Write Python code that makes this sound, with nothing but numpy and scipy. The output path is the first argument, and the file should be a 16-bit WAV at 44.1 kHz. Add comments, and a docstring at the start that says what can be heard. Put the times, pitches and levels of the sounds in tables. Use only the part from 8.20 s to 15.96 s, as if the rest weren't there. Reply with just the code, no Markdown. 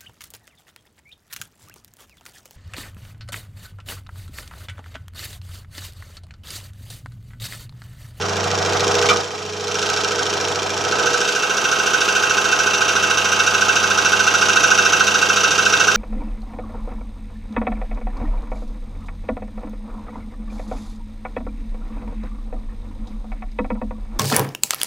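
"""A humming, scraping scroll saw strokes about 14 times a second, its blade in a plywood and metal stack.
Teeth click past at the swinging blade speed and ring the work; the linkage ticks, the frame rattles and sings.
Just before 1 s the work catches and knocks, then the whole level dips and recovers; near 3 s the blade
settles into metal. Noise patterns return nearly alike with the strokes. Small workshop, close stereo microphone."""
import sys
import numpy as np
from scipy import signal
from scipy.fft import rfft, irfft, next_fast_len
from scipy.io import wavfile

SR = 44100
rng = np.random.default_rng(int(sys.argv[2]) if len(sys.argv) > 2 else 0)


def to_linear_factor(level_db):
    """Convert decibel levels (scalar or array-like) to linear amplitude factors."""
    exponent = np.asarray(level_db, float) / 20
    return 10 ** exponent


def generate_wav(signal):
    """Clip the signal to [-1, 1] and save it as 16-bit WAV at the path in sys.argv[1]."""
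    frames = np.transpose(np.atleast_2d(signal))
    scaled = np.clip(frames, -1, 1) * 32767
    pcm = np.round(scaled).astype(np.int16)
    wavfile.write(sys.argv[1], SR, pcm)


N = 342216

STROKE_HZ = 13.7136
TURN_AT = 0.16  # part of the stroke where the blade starts down
TEETH_HZ = 1619.4  # nominal tooth rate at mid stroke
# blade halt at the top: part of stroke, width [strokes], share of force lost
STILL_AT, STILL_WIDTH, STILL_SHARE = 0.138, 0.024, 0.7
THROB_AT = 0.2  # part of the stroke where neighbouring frame tones add up
# the blade rubs while the work turns, then settles into the metal: share of cutting metal before, after
ENTER_S, SETTLE_S, TURNING, CUTTING = 2.64, 0.58, 0.55, 0.83
LOAD_S, LOAD_LENGTH_S = 3.1, 0.14  # the motor takes the load of the cut
UNEVEN_DB = 1.94  # spread of each swell from stroke to stroke
SLACK_DB = -32.5  # scrape level below which the linkage hardly ticks
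# shares of power returning (every stroke, every fourth, when the drive's pulsing is back in step)
FRAME_RETURNS, TEETH_RETURNS, EDGE_RETURNS = (0.5, 0.33), (0.5, 0.3), (0.15, 0.35)
DRIFT = 0.985  # likeness of a returning pattern to its last return

# crank running ahead or behind with the load: (time [s], lead [strokes])
LEAD_STROKES = [(0.1, 0.027), (0.9, 0.012), (1.4, 0.022), (2.9, -0.01), (4.1, 0.014), (5.3, 0.012),
                (7.7, -0.005)]
# overall loudness and bite of the teeth, with a dip near 1.1 s: (time [s], loudness [dB], bite level [dB])
SAW_DB = [(0.0, -32.5, -30), (0.6, -27, -32), (0.88, -27, -23), (0.95, -27.5, -36), (1.08, -37, -50),
          (1.33, -39, -43), (1.62, -32.5, -24), (1.9, -32, -24), (2.3, -31, -30), (2.52, -32, -32.5),
          (2.85, -29, -16.5), (3.12, -33.5, -21.5), (3.4, -32, -18), (4.7, -31.5, -16.5),
          (6.1, -31.5, -15.5), (6.5, -30, -13), (7.0, -31.5, -15.5), (7.76, -31.5, -14)]
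# bright rasp: (time [s], relative level [dB])
RASP_DB = [(0, -32), (.4, -29.5), (.7, -27), (.86, -26), (.96, -28.5), (1.08, -36), (1.34, -35.5),
           (1.62, -27.5), (1.95, -29), (2.48, -30.5), (2.75, -29.5), (3.2, -28.5), (3.8, -25), (4.5, -26.5),
           (5.5, -25), (6.5, -24.5), (7.76, -25)]
# rings of blade, metal sheet and table: (frequency [Hz], width [Hz], gain [dB])
WORK_MODES = [(1250, 12, 9), (1327.7, 41, 17), (1415, 32, 4.5), (1501, 36.7, 10.5), (1562.7, 31, 6.5),
              (1871, 21, 1), (2682, 23, 10.5), (2803, 53, 7.5), (2877, 19, 3), (3710, 190, 0.5),
              (5900, 530, -2), (5970, 350, 0.5)]
# pass band of the low rings: (low edge [Hz], high edge [Hz])
LOW_BAND_HZ = [1256, 1650]
# Force swells over a steady rub: (part of stroke, relative level [dB], rise [strokes], fall [strokes])
# blade force on the main rings of the work
BITE_SWELLS = [(.16, 14.6, 0.025, 0.076), (0.25, 12.2, 0.058, 0.042), (0.359, 20.4, 0.047, 0.017),
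               (.56, 7, .03, .05), (.78, 1.6, 0.18, 0.024)]
# same columns; the lower rings take their force earlier in the down stroke
BITE_EARLY_SWELLS = [(.22, 22.4, 0.06, 0.031), (.32, 12.9, .03, 0.043), (.6, 8, .05, .06),
                     (.76, 3.9, 0.045, 0.02)]
# same columns; rasp in metal
RASP_METAL_SWELLS = [(.2, 2.5, 0.06, 0.091), (0.32, 3.7, 0.056, 0.24), (.85, 1.7, 0.079, 0.12)]
# same columns; rasp while the work turns
RASP_TURNING_SWELLS = [(.19, 14.8, 0.037, 0.038), (.32, 2.7, 0.01, 0.15), (.77, 6.2, 0.041, 0.12),
                       (.87, 2.6, 0.04, 0.031)]
# same columns; jolts of the arm shaking the frame
JOLT_SWELLS = [(.02, 0, .03, 0.027), (.21, 0.5, 0.053, 0.049), (.57, -1.5, 0.039, 0.065),
               (.8, -2, 0.08, .05)]
# linkage play taken up: (part of stroke, relative level [dB])
TICKS_DB = [(0.183, -2.5), (0.322, 7.5), (0.521, -12), (0.776, 1), (0.86, 3)]
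# blade scraping in the metal: (frequency [Hz], density [dB per Hz])
SCRAPE_SPECTRUM_DB = [(1000, -15), (1500, 10), (1760, -7.5), (2150, -11.5), (2520, 0.5), (3100, 1),
                      (3740, -4.5), (4350, -5), (4900, -0.5), (5650, -16), (6630, -6.5), (7970, -16.5),
                      (8680, -14.5), (9250, -31), (10100, -18), (11200, -35), (12500, -19.5), (13500, -30),
                      (14500, -66)]
# blade rubbing while the work turns: (frequency [Hz], density [dB per Hz])
RUB_SPECTRUM_DB = [(1030, -45), (1750, -2.5), (1990, -13.5), (2340, 3.5), (2510, -1), (2820, 2),
                   (3470, 1.5), (3710, 1), (4680, 0), (5640, 2.5), (7420, -7.5), (9190, -21.5),
                   (9920, -20.5), (10900, -28.5), (12200, -24), (12900, -32), (13500, -43)]
# frame rattle: (frequency [Hz], density [dB per Hz])
RATTLE_SPECTRUM_DB = [(15, -64), (25, -20), (43, -25), (75, -22.5), (115, -19.5), (160, -14), (225, -21),
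                      (262, -13), (320, -13), (407, -8), (520, -11), (600, -10.5), (655, -8.5), (741, -7.5),
                      (830, -6.5), (950, -10.5), (1130, -11), (1330, -8.5), (1560, -11.5), (1750, -7),
                      (2210, -20.5), (3740, -120)]
# singing tones of the table and frame, rising and falling separately: (time [s], level of each of six [dB])
TONES_DB = [(0.05, -31.5, -39.5, -30.5, -48, -39, -38), (0.25, -30, -37, -35, -44, -61.0, -29),
            (0.5, -30.5, -46, -30, -44, -38, -30), (0.65, -31.5, -38, -26, -56.0, -42, -26),
            (0.82, -33, -44, -24, -33, -35, -22.5), (0.93, -34, -32, -26, -29, -33, -22),
            (1.04, -40, -58, -54.0, -48, -53, -33.5), (1.12, -46, -47, -49, -37, -59, -38),
            (1.3, -39, -45.5, -39, -34.5, -47, -43), (1.5, -40, -43.5, -35, -32.5, -38, -30.5),
            (1.73, -40, -43, -33.5, -33.5, -38, -38), (1.97, -40, -47, -31.5, -35, -42, -28.5),
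            (2.15, -40.0, -43, -29, -40.0, -48.5, -38), (2.3, -38, -61.5, -43, -32, -57, -29.5),
            (2.5, -39, -44, -33.5, -49, -51, -39), (2.7, -39, -43, -36, -31, -49.0, -32),
            (2.93, -45, -47, -33, -40.0, -35, -25.5), (3.15, -51, -47, -34, -36, -49, -33.5),
            (3.4, -48, -46, -39.5, -38, -53, -56), (4, -45.0, -47.5, -34.5, -41, -41.5, -54),
            (4.5, -43.5, -47, -35, -49, -41.5, -45.0), (5, -40.5, -44, -40, -52, -38.5, -51.5),
            (6, -39.5, -41.5, -35.5, -67, -42, -65), (7, -41, -42, -39, -45.0, -40, -51),
            (7.7, -40, -41.5, -36, -38, -38, -46.0)]
# frequencies of the six tones: (multiple of the stroke rate)
TONE_MULTIPLES = [7, 15, 30, 31, 34, 35]
# low tones locked to the stroke: (multiple of the stroke rate, relative level [dB])
HUM_DB = [(10, -12.5), (11, -13), (13, -8)]
# whine; the quarters come from the drive's pulsing, 35 times in four strokes: (multiple of the stroke rate)
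WHINE_MULTIPLES = [9.75, 14.75, 23.75, 29, 29.75, 36, 37, 40, 43, 47, 48, 76, 80, 90, 160.72]
# whine against the overall loudness: (running light [dB], under load [dB])
WHINE_DB = [(-15.5, -25.5), (-21, -15), (-8.5, -13), (-3, -13.5), (-18, -13.5), (-12.5, -2), (-14, -21.5),
            (-31, -9.5), (-7.5, -14.5), (-5, -12.5), (-10, -8.5), (-17, -4.5), (-24, -5), (-16, -4),
            (-18, -6)]
# the work catches and slaps the table: (time [s], relative level [dB], t60 [s])
CATCHES = [(0.887, 3.497, 0.3)]
# knocked board: (frequency [Hz], width [Hz], gain [dB])
BOARD_MODES = [(1250, 48, 31), (1050, 200, 1), (1430, 61, 30), (3320, 300, -17)]
# squeak of the jamming blade: (frequency [Hz], width [Hz], gain [dB])
SQUEAK_MODES = [(2363, 73, -2), (2940, 110, -11), (3400, 110, -12)]
# where the table radiates little: (frequency [Hz], width [Hz])
HOLLOWS_HZ = [(1775, 230), (2030, 37), (2280, 51), (3330, 96), (4260, 116), (4800, 160)]
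# colour of the side signal: (frequency [Hz], gain [dB])
SIDE_SPECTRUM_DB = [(25, -9), (60, -28), (110, -9.5), (200, -9), (370, -11), (680, -6), (1250, -8.5),
                    (2290, -7), (4190, -10), (7690, -17.5), (11000, -1), (14100, -24)]


def evened(x):
    """Scales to rms 1."""
    return x / np.sqrt(np.mean(x ** 2) + 1e-20)


def curve(rows, column):
    """One column of a time table at every sample."""
    rows = np.array(rows)
    return np.interp(np.arange(N) / SR, rows[:, 0], rows[:, column])


def ramp(start_s, length_s):
    """Climbs from 0 to 1."""
    return np.clip((np.arange(N) / SR - start_s) / length_s, 0, 1)


def colour(x, points):
    """Filters by a spectrum in dB, interpolated over log frequency."""
    size = next_fast_len(N + 4096)
    hz, db = np.transpose(points)
    bin_hz = np.fft.rfftfreq(size, 1 / SR)
    gain = to_linear_factor(np.interp(np.log(bin_hz + 1), np.log(hz + 1), db))
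    return irfft(rfft(x, size) * gain, size)[..., :N]


def bandpass(x, order, band_hz):
    """Butterworth band pass."""
    return signal.sosfilt(signal.butter(order, band_hz, "band", fs=SR, output="sos"), x)


def ring(x, modes):
    """Sum of two-pole resonances, each of peak gain given in dB."""
    out = 0
    for hz, width_hz, db in modes:
        pole = np.exp((-np.pi * width_hz + 2j * np.pi * hz) / SR)
        out = out + to_linear_factor(db) * signal.lfilter([1 - abs(pole)], [1, -pole], x).imag
    return out


def recurring(columns, alike):
    """Normal numbers, a row a stroke, each row like the row before by correlation alike."""
    draw = rng.standard_normal((round(N / SR * STROKE_HZ) + 42, columns))
    return signal.lfilter([np.sqrt(1 - alike ** 2)], [1, -alike], draw, axis=0)[40:]


def returning(columns, shares):
    """Normal numbers, a row a stroke: one pattern for all strokes, one for every fourth, and a fresh part."""
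    each, fourth = shares
    draw = rng.standard_normal((3, round(N / SR * STROKE_HZ) + 402, columns))
    keep = np.sqrt(1 - DRIFT ** 2)
    a = signal.lfilter([keep], [1, -DRIFT], draw[0], axis=0)
    b = signal.lfilter([keep], [1, 0, 0, 0, -DRIFT ** 2], draw[1], axis=0) * np.sqrt(1 + DRIFT ** 2)
    mixed = np.sqrt(each) * a + np.sqrt(fourth) * b + np.sqrt(1 - each - fourth) * draw[2]
    return mixed[400:]


def stroke_noise(turns, shares):
    """Noise that partly repeats with the strokes."""
    size = round(SR / STROKE_HZ)
    return returning(size, shares)[turns.astype(int), (turns % 1 * size).astype(int)]


def force(turns, swells, depth=1):
    """Gain over the stroke: steady rub plus uneven swells, less near the halt, raised to depth."""
    gain, uneven_db = 1, UNEVEN_DB * returning(len(swells), TEETH_RETURNS)
    for n, (part, db, rise, fall) in enumerate(swells):
        centred = turns - part + 0.5
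        away = centred % 1 - 0.5
        own_db = uneven_db[centred.astype(int), n]
        gain = gain + to_linear_factor(db + own_db / depth) * np.exp(np.minimum(away / rise, -away / fall))
    from_halt = (turns - STILL_AT + 0.5) % 1 - 0.5
    still = np.exp(-(from_halt / STILL_WIDTH) ** 2)
    return evened(gain ** depth * (1 - STILL_SHARE * still))


def hum(turns):
    """Low steady tones locked to the stroke, following the level of the first frame tone."""
    tones = sum(to_linear_factor(db) * np.cos(2 * np.pi * (k * turns + rng.random())) for k, db in HUM_DB)
    return to_linear_factor(curve(TONES_DB, column=1) + 3.0) * tones


def frame_tones(turns):
    """Table and frame sing on multiples of the stroke, in phase once a stroke."""
    out = 0
    for n, k in enumerate(TONE_MULTIPLES):
        level = to_linear_factor(curve(TONES_DB, n + 1)) * np.sqrt(2)
        out = out + level * np.cos(2 * np.pi * k * (turns - THROB_AT))
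    return out


def whine(turns, loudness_db, load):
    """Stroke-locked whine whose balance shifts as the motor takes the load."""
    out = 0
    for k, (light_db, loaded_db) in zip(WHINE_MULTIPLES, WHINE_DB):
        gain = to_linear_factor(light_db + (loaded_db - light_db) * load)
        out = out + gain * np.cos(2 * np.pi * (k * turns + rng.random()))
    # loudest shortly before the blade turns at the top
    flutter = 1 + 0.067 * np.cos(2 * np.pi * (turns - 0.08))
    return to_linear_factor(loudness_db) * out * flutter


def frame_rattle(turns, loudness_db):
    """A rattle that repeats with the stroke and throbs with the arm's jolts."""
    rattle = stroke_noise(turns, FRAME_RETURNS) * force(turns, JOLT_SWELLS)
    return to_linear_factor(loudness_db + 6.0) * evened(colour(rattle, RATTLE_SPECTRUM_DB))


def teeth(turns, bite_db, metal):
    """One click per tooth crossing the work, each with its own set and sharpness, rings the work."""
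    travel = TEETH_HZ / (2 * np.pi * STROKE_HZ)
    place = travel * (1 - np.cos(2 * np.pi * (turns - TURN_AT)))
    down = np.diff(place, prepend=0) > 0
    tooth = place.astype(int)
    crossing = np.diff(tooth, prepend=0) != 0
    seat = turns.astype(int), tooth + 64 * down
    clicks = evened(crossing * (1 + 0.3 * returning(128, TEETH_RETURNS)[seat]))
    clicks = signal.sosfilt(signal.butter(2, 700, "high", fs=SR, output="sos"), clicks)
    edges = evened(crossing * (0.2 + returning(128, EDGE_RETURNS)[seat]))
    grit = rng.standard_normal(N)
    # metal gathers the force in the down stroke; rubbing while turning spreads it and roughens it
    drive, rub = clicks + (1.5 - 1.6 * metal) * grit, 0.62 * (1 - metal)
    low = ring(drive * (metal * force(turns, BITE_EARLY_SWELLS) + rub), WORK_MODES[:2])
    low = low + ring(drive * (metal * force(turns, BITE_SWELLS) + rub), WORK_MODES[2:5])
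    low = bandpass(low, 3, LOW_BAND_HZ)
    push = force(turns, RASP_METAL_SWELLS, depth=1.9)
    high = ring((edges + 0.49 * grit) * push, WORK_MODES[5:10]) + ring(grit * push, WORK_MODES[10:])
    high = bandpass(high, 2, [1850, 7000])
    return to_linear_factor(bite_db - 3.5) * (low + (1.36 * metal - 0.3) * high) / low.std()


def linkage_ticks(turns):
    """Play taken up at the same places of each stroke: sharp ticks with short noisy tails."""
    strokes = np.arange(int(turns[-1]) + 1)[:, None]
    part, db = np.transpose(TICKS_DB)
    jitter_strokes = 0.0016 * recurring(len(TICKS_DB), alike=0.16)[:len(strokes)]
    at = np.searchsorted(turns, strokes + part + jitter_strokes)
    spread_db = 1.7 * recurring(len(TICKS_DB), alike=0.99)[:len(strokes)]
    train = np.zeros(N + 1)
    np.add.at(train, at, to_linear_factor(db + spread_db) * (at > 0))
    tails = signal.lfilter([1], [1, -np.exp(-1 / (0.0016 * SR))], train[:N])
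    return 13.0 * train[:N] + 8.2 * tails * rng.standard_normal(N)


def kerf_hiss(turns, metal):
    """Grainy noise of the blade sliding in its kerf, swelling with its force."""
    chips = to_linear_factor(2.5 * np.minimum(rng.exponential(1, N), 4)) * rng.standard_normal(N)
    in_metal = metal * force(turns, RASP_METAL_SWELLS)
    in_turning = (1 - metal) * force(turns, RASP_TURNING_SWELLS)
    return evened(chips) * (in_metal + in_turning)


def ticks_and_hiss(turns, level_db, metal):
    """Linkage ticks over kerf hiss, their shared colour passing from rub to scrape."""
    slackness = 1 + to_linear_factor(2 * (SLACK_DB - level_db))
    # ticks all but vanish in the metal
    drive = (1 - 1.223 * metal) * linkage_ticks(turns) / slackness + kerf_hiss(turns, metal)
    cut = ramp(ENTER_S, SETTLE_S)
    scrape = cut * evened(colour(drive, SCRAPE_SPECTRUM_DB))
    rub = np.sqrt(1 - cut ** 2) * evened(colour(drive, RUB_SPECTRUM_DB))
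    return to_linear_factor(level_db + 3.0) * (scrape + rub)


def catch():
    """A short bright scrape and squeak, then a rough knock through the board's resonances."""
    t, burst, scrape = np.arange(N) / SR, 0, 0
    for at_s, db, t60_s in CATCHES:
        age_s = np.maximum(t - at_s, 0)
        onset = np.clip((age_s - 0.004) / 0.013, 0, 1)
        burst = burst + to_linear_factor(db - 15.5) * onset * to_linear_factor(-60 * age_s / t60_s)
        scrape = scrape + to_linear_factor(db - 21.5) * np.minimum(age_s / 0.001, 1) * np.exp(-(age_s / 0.031) ** 4)
    a, b, c = rng.standard_normal((3, N))
    knock = burst * evened(ring(a, BOARD_MODES))
    squeak = to_linear_factor(2.5) * evened(ring(c, SQUEAK_MODES))
    return knock + scrape * (evened(colour(b, RUB_SPECTRUM_DB)) + squeak)


def hollowed(x, share):
    """Takes out a share of the sound at each frequency where the table radiates little."""
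    for hz, width_hz in HOLLOWS_HZ:
        x = x - share * signal.lfilter(*signal.iirpeak(hz, hz / width_hz, fs=SR), x)
    return x


def echoes(x, t60_s):
    """Sparse reflections of random sign that die away, cut off at half a second."""
    t = np.arange(SR // 2) / SR
    present = (rng.random(len(t)) < 3000 / SR) * (t > 0.0005)
    taps = rng.choice([-1., 1.], len(t)) * present * to_linear_factor(-60 * t / t60_s)
    return signal.oaconvolve(x, taps / np.linalg.norm(taps))[:N]


def scene():
    """The saw, the workshop's tail, and reflections that differ between the two sides."""
    turns = 1 + STROKE_HZ * np.arange(N) / SR + curve(LEAD_STROKES, 1) - 0.012
    loudness_db, bite_db = curve(SAW_DB, column=1), curve(SAW_DB, column=2)
    metal = TURNING + (CUTTING - TURNING) * ramp(ENTER_S, SETTLE_S)
    scrape_db = curve(RASP_DB, column=1) - 1 + 2 * metal  # stronger in metal
    load = ramp(LOAD_S, LOAD_LENGTH_S)
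    sung = hum(turns) + frame_tones(turns) + whine(turns, loudness_db, load)
    saw = frame_rattle(turns, loudness_db) + teeth(turns, bite_db, metal)
    saw = saw + ticks_and_hiss(turns, scrape_db, metal) + catch()
    saw = hollowed(saw, share=0.85)
    mid = sung + saw + to_linear_factor(-13) * echoes(saw, t60_s=0.073)
    side = to_linear_factor(-16.0) * echoes(saw, t60_s=1.0) + to_linear_factor(1.5) * echoes(saw, t60_s=0.066)
    side = side + to_linear_factor(-17) * np.roll(sung, 40)
    side = colour(side, SIDE_SPECTRUM_DB)
    return np.array([mid + side, mid - side])


def low_pass(x):
    """Removes everything above the highest recorded frequency."""
    return signal.sosfilt(signal.butter(12, 14710, fs=SR, output="sos"), x)


def record(dry):
    """The microphone leans to the right and cuts the deep bass; peaks are rounded, the top is cut."""
    lean_db = 1.57  # right over left
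    leaning = dry * to_linear_factor([[-lean_db / 2], [lean_db / 2]])
    leaning = signal.sosfilt(signal.butter(2, 45, "high", fs=SR, output="sos"), leaning)
    rounded = 1.338 * np.tanh(leaning / 1.427)
    mix = signal.sosfilt(signal.butter(10, 13050, fs=SR, output="sos"), rounded)
    return low_pass(mix)


dry = scene()
out = record(dry)
generate_wav(out)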